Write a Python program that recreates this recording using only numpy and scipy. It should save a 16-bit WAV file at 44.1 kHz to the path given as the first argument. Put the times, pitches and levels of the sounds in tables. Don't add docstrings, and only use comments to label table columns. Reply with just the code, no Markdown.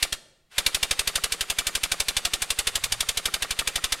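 import sys
import numpy as np
from scipy import signal
from scipy.fft import rfft, irfft
from scipy.io import wavfile
from scipy.ndimage import uniform_filter1d

SR = 44100
rng = np.random.default_rng(int(sys.argv[2]) if len(sys.argv) > 2 else 0)


def wav_out(sig):
    wavfile.write(sys.argv[1], SR, np.round(np.clip(np.atleast_2d(sig).T, -1, 1) * 32767).astype(np.int16))


N = 176400
T = np.arange(N) / SR
HZ = np.maximum(np.arange(N // 2 + 1) * SR / N, 1)

# t/s, puff/dB, extra treble (0.85 dB a unit), knock/dB, valve seating/dB
STROKES = [(0.025, -17.5, -1.0, -3, -13), (0.1236, -21, -3.3, -9.5, -27), (0.5799, -18.5, -0.5, -4, -9),
           (0.6621, -18.5, 0.5, -7.5, -7), (0.7445, -20.5, 2.3, -3, -14), (0.8274, -19, -1.4, -10, -17),
           (0.9088, -18, -3.2, -6.5, -12), (0.9907, -19.6, 0.4, -5, -22), (1.0726, -19.5, -0.8, -2, -11),
           (1.1542, -20.5, 1.0, -0.5, -2), (1.2366, -20.0, 0.5, -4.5, -14.5), (1.32, -22.5, 2.5, -5, -19),
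           (1.407, -21.5, 0, -13, -9), (1.4988, -22, 2.3, -3, -17), (1.5844, -20.5, 1.2, -6, -5),
           (1.6672, -21, 1.8, -2.5, -11), (1.7502, -20.5, -0.6, -4, -18), (1.8329, -20, 0.7, -2, -8),
           (1.9157, -20.5, -0.3, -0.5, -8), (1.9994, -19.5, -0.5, -7, -17.5), (2.0829, -20.5, 0.5, -4, -19),
           (2.1658, -19, -0.5, -5.5, -16), (2.2494, -20.2, 0.8, -2, -11), (2.3339, -20, -0.3, -14, -11),
           (2.4186, -21.5, 1.5, -8.5, -11), (2.5022, -21, 1, -11, -22), (2.5865, -20.0, 1.6, -11, -17),
           (2.6697, -19, -0.5, -7.5, -16), (2.753, -21, 1.5, -6, -17), (2.837, -21, 1.5, -9, -14),
           (2.9199, -19.5, -1.5, -11, -17), (3.0039, -22, 1.3, -1, -6), (3.0868, -21, 1, -12, -18),
           (3.1711, -21, -1, -2, -13), (3.254, -21, 1.1, -2, 1), (3.3381, -22, 0.7, -2, -9),
           (3.421, -21, -1.5, -1, -2.5), (3.5059, -20.5, -3.7, -12, -14), (3.5889, -19.5, -2.5, -2, -1),
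           (3.6727, -21, -0.0, -17, -20), (3.7553, -20, -1.8, -1.5, -4), (3.8387, -19, -3, -17, -13),
           (3.9209, -19, 0, -7, -8)]


def exhaust():
    # f/Hz, level/dB
    jet_colour = [(100, -28.5), (300, -20), (700, -13), (1200, -9), (2000, -6.5), (2800, 0), (3600, -0.5),
                  (4500, -1), (5600, -4.5), (9000, -4.5), (11500, -8.5), (14500, -21), (16000, -28)]
    # f/Hz, width/Hz, boost/dB
    muffler = [(1610, 136, 6), (1890, 140, 5), (2320, 37, 10), (2880, 150, 1.5), (3315, 42, 5),
               (3600, 170, 6.5), (8830, 180, 2.5)]
    attack_s, hold_s, fall_db_per_s = 0.0041, 0.0013, 1504.5
    drain_db, drain_db_per_s, drain_s = -9.5, 503, .03
    puff_db, rough_db, treble_hz = 2.5, 1.5, 5500
    jet = noise(jet_colour, muffler)
    turbulence = rms_one(uniform_filter1d(rng.standard_normal(N), size=24))
    jet *= from_db(rough_db * turbulence)
    treble = irfft(rfft(jet) / (1 + (treble_hz / HZ) ** 4), N)
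    out = np.zeros(N)
    for start, db, extra_treble, _, _ in STROKES:
        span = slice(int(start * SR), int((start + .1) * SR))
        age = np.maximum(T[span] - start, 0)
        falling_s = np.maximum(age - attack_s - hold_s, 0)
        burst = from_db(-fall_db_per_s * falling_s)
        drain = from_db(drain_db - drain_db_per_s * falling_s) / (1 + (age / drain_s) ** 10)
        flow = np.minimum(age / attack_s, 1) ** 0.65 * np.hypot(burst, drain)
        bright = from_db(0.85 * extra_treble) - 1
        out[span] += from_db(db + puff_db) * flow * (jet[span] + bright * treble[span])
    return out


def thump():
    level_db, rise_s, hold_s, fall_s = -27.5, 0.0028, 0.0063, 0.0076
    corners = np.cumsum([0, rise_s, hold_s, fall_s])
    mean_puff_db = np.mean(np.array(STROKES)[:, 1])
    return sum(from_db(level_db + db - mean_puff_db) * np.interp(T, start + corners, [0, 1, 1, 0])
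               for start, db, *_ in STROKES)


def piston():
    # f/Hz, level on the knock/dB, level on the valve seating/dB, t60/s
    body = [(132, -35, -28, 0.25), (171, -12, -19, 0.094), (236, -0.5, 0, 0.0074), (417, -12.5, -11, .05),
            (460, 5.5, -20, 0.01), (690, 9, -9, 0.0075), (1176, 1, 2.5, 0.031), (1370, -2.5, 2.5, 0.031),
            (1846, -6.5, -2.5, .03), (2170, -2.5, -18, 0.037), (4880, -2.5, -10.5, 0.023),
            (9720, -11, -16, 0.048), (13760, -18.5, -20, .05)]
    knock_delay_s, seat_delay_s, jitter_s = .0262, .032, .0007
    level_db, spread_db = -32, 1.5
    starts, _, _, knock_db, seat_db = np.transpose(STROKES)
    hits = np.append(starts + knock_delay_s, starts + seat_delay_s)
    hits += jitter_s * rng.standard_normal(len(hits))
    hit_samples = np.clip((hits * SR).astype(int), 0, N - 1)
    out = np.zeros(N)
    for k, (hz, on_knock, on_seat, t60) in enumerate(body):
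        force_db = level_db + np.append(knock_db + on_knock, seat_db + on_seat)
        clicks = np.zeros(N)
        clicks[hit_samples] = from_db(force_db + spread_db * rng.standard_normal(len(hits)))
        out += (-1) ** k * ring(clicks, hz, t60)
    return out


def intake():
    # t/s, level/dB
    supply = [(0, 0), (.03, -8), (.08, -5), (.13, -24), (.17, -50), (.495, -34.5), (.52, -7), (.57, -5.5),
              (4, -6)]
    # f/Hz, level/dB
    hiss_colour = [(100, -39), (250, -17.5), (500, -6.5), (1200, 1), (2700, 3), (4000, 0), (6000, -6.5),
                   (9500, -8.5), (12000, -14), (16000, -25)]
    # f/Hz, width/Hz, boost/dB
    valve = [(2780, 150, -1), (8670, 260, 9), (9050, 250, -2)]
    level_db, fill_db, afterblow_db = -43.5, 8.5, 12
    starts = np.array(STROKES)[:, 0]
    starts = np.append(starts, starts[-1] + np.median(np.diff(starts)))
    filling = fill_db * swells(starts - 0.0063, width_s=0.016)
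    afterblow = afterblow_db * swells(starts + .022, width_s=0.0095)
    supply_db = np.interp(T, *np.transpose(supply))
    return from_db(level_db + supply_db + filling + afterblow) * noise(hiss_colour, valve)


def bench(sound):
    # f/Hz, level/dB
    colour = [(100, -12.5), (400, 4.5), (1000, -7.5), (2000, -9), (3600, -18.5), (8000, -13), (16000, -15)]
    return reflections(sound, colour, t60s=[(1, 0.12)], delay_s=0.003)


def garage(sound):
    # f/Hz, level/dB
    colour = [(100, -1), (400, -4.5), (1200, -17), (2200, -21.5), (3600, -22), (8000, -18.5), (16000, -27)]
    # f/Hz, t60/s
    t60s = [(100, 1), (1000, 0.81), (4000, 0.66), (8000, 0.58), (14000, .38)]
    return reflections(sound, colour, t60s, delay_s=0.035)


def background():
    # f/Hz, level/dB
    air_colour = [(20, 5.5), (60, -1.5), (140, 0), (300, -15), (1000, -25), (4000, -28), (16000, -30.5)]
    # f/Hz, level/dB
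    swell_colour = [(30, -14), (70, -1), (100, 0), (140, -9), (220, -26), (1000, -60)]
    air_db, swell_db, peak_s, width_s = -69.5, -51, 2.9, .14
    swell = from_db(swell_db) * np.exp(-((T - peak_s) / width_s) ** 2 / 2) * noise(swell_colour)
    return from_db(air_db) * noise(air_colour) + swell


def from_db(db):
    return 10 ** (np.asarray(db) / 20)


def rms_one(x):
    return x / np.sqrt(np.mean(x ** 2) + 1e-20)


def at_hz(points, hz):
    f, value = np.transpose(points)
    return np.interp(np.log(hz), np.log(f), value)


def noise(spectrum, resonances=()):
    db = at_hz(spectrum, HZ)
    for hz, width, boost in resonances:
        db = db + boost / (1 + (2 * (HZ - hz) / width) ** 2)
    return rms_one(irfft(rfft(rng.standard_normal(N)) * from_db(db), N))


def ring(clicks, hz, t60):
    r, w = from_db(-60 / (t60 * SR)), 2 * np.pi * hz / SR
    return signal.lfilter([0, np.sin(w)], [1, -2 * r * np.cos(w), r * r], clicks + 1e-18)


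def swells(times, width_s):
    return sum(np.exp(-np.minimum(((T - s) / width_s) ** 2, 20)) for s in times)


def reflections(x, colour, t60s, delay_s):
    t = np.arange(SR) / SR
    hz = np.maximum(np.arange(SR // 2 + 1), 1)
    white, response = rfft(rng.standard_normal(SR)), 0
    onset = np.clip(2 * t / delay_s - 1, 0, 1)
    centres = np.geomspace(100, 16000, 9)
    for centre, share in zip(centres, np.eye(len(centres))):
        band_gain = np.interp(np.log(hz), np.log(centres), share)
        band = irfft(white * band_gain * from_db(at_hz(colour, hz)), SR)
        decay = from_db(-60 * t / at_hz(t60s, centre)) * onset
        response = response + band * decay / np.sqrt(np.sum(decay ** 2))
    return signal.fftconvolve(x, response)[:N]


def scene():
    # left f/Hz, right f/Hz
    low_cut_hz = [48, 12]
    air, knocks, push = exhaust() + intake(), piston(), thump()
    room = bench(air) + garage(air + knocks)
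    low_cuts = [signal.butter(2, hz, "high", fs=SR, output="sos") for hz in low_cut_hz]
    bass = np.array([signal.sosfilt(low_cut, push) for low_cut in low_cuts])
    return air + knocks + room + background() + bass


def record(dry):
    cutoff_hz = 15800
    return signal.sosfilt(signal.ellip(10, .2, 70, cutoff_hz, fs=SR, output="sos"), dry)


dry = scene()
out = record(dry)
wav_out(out)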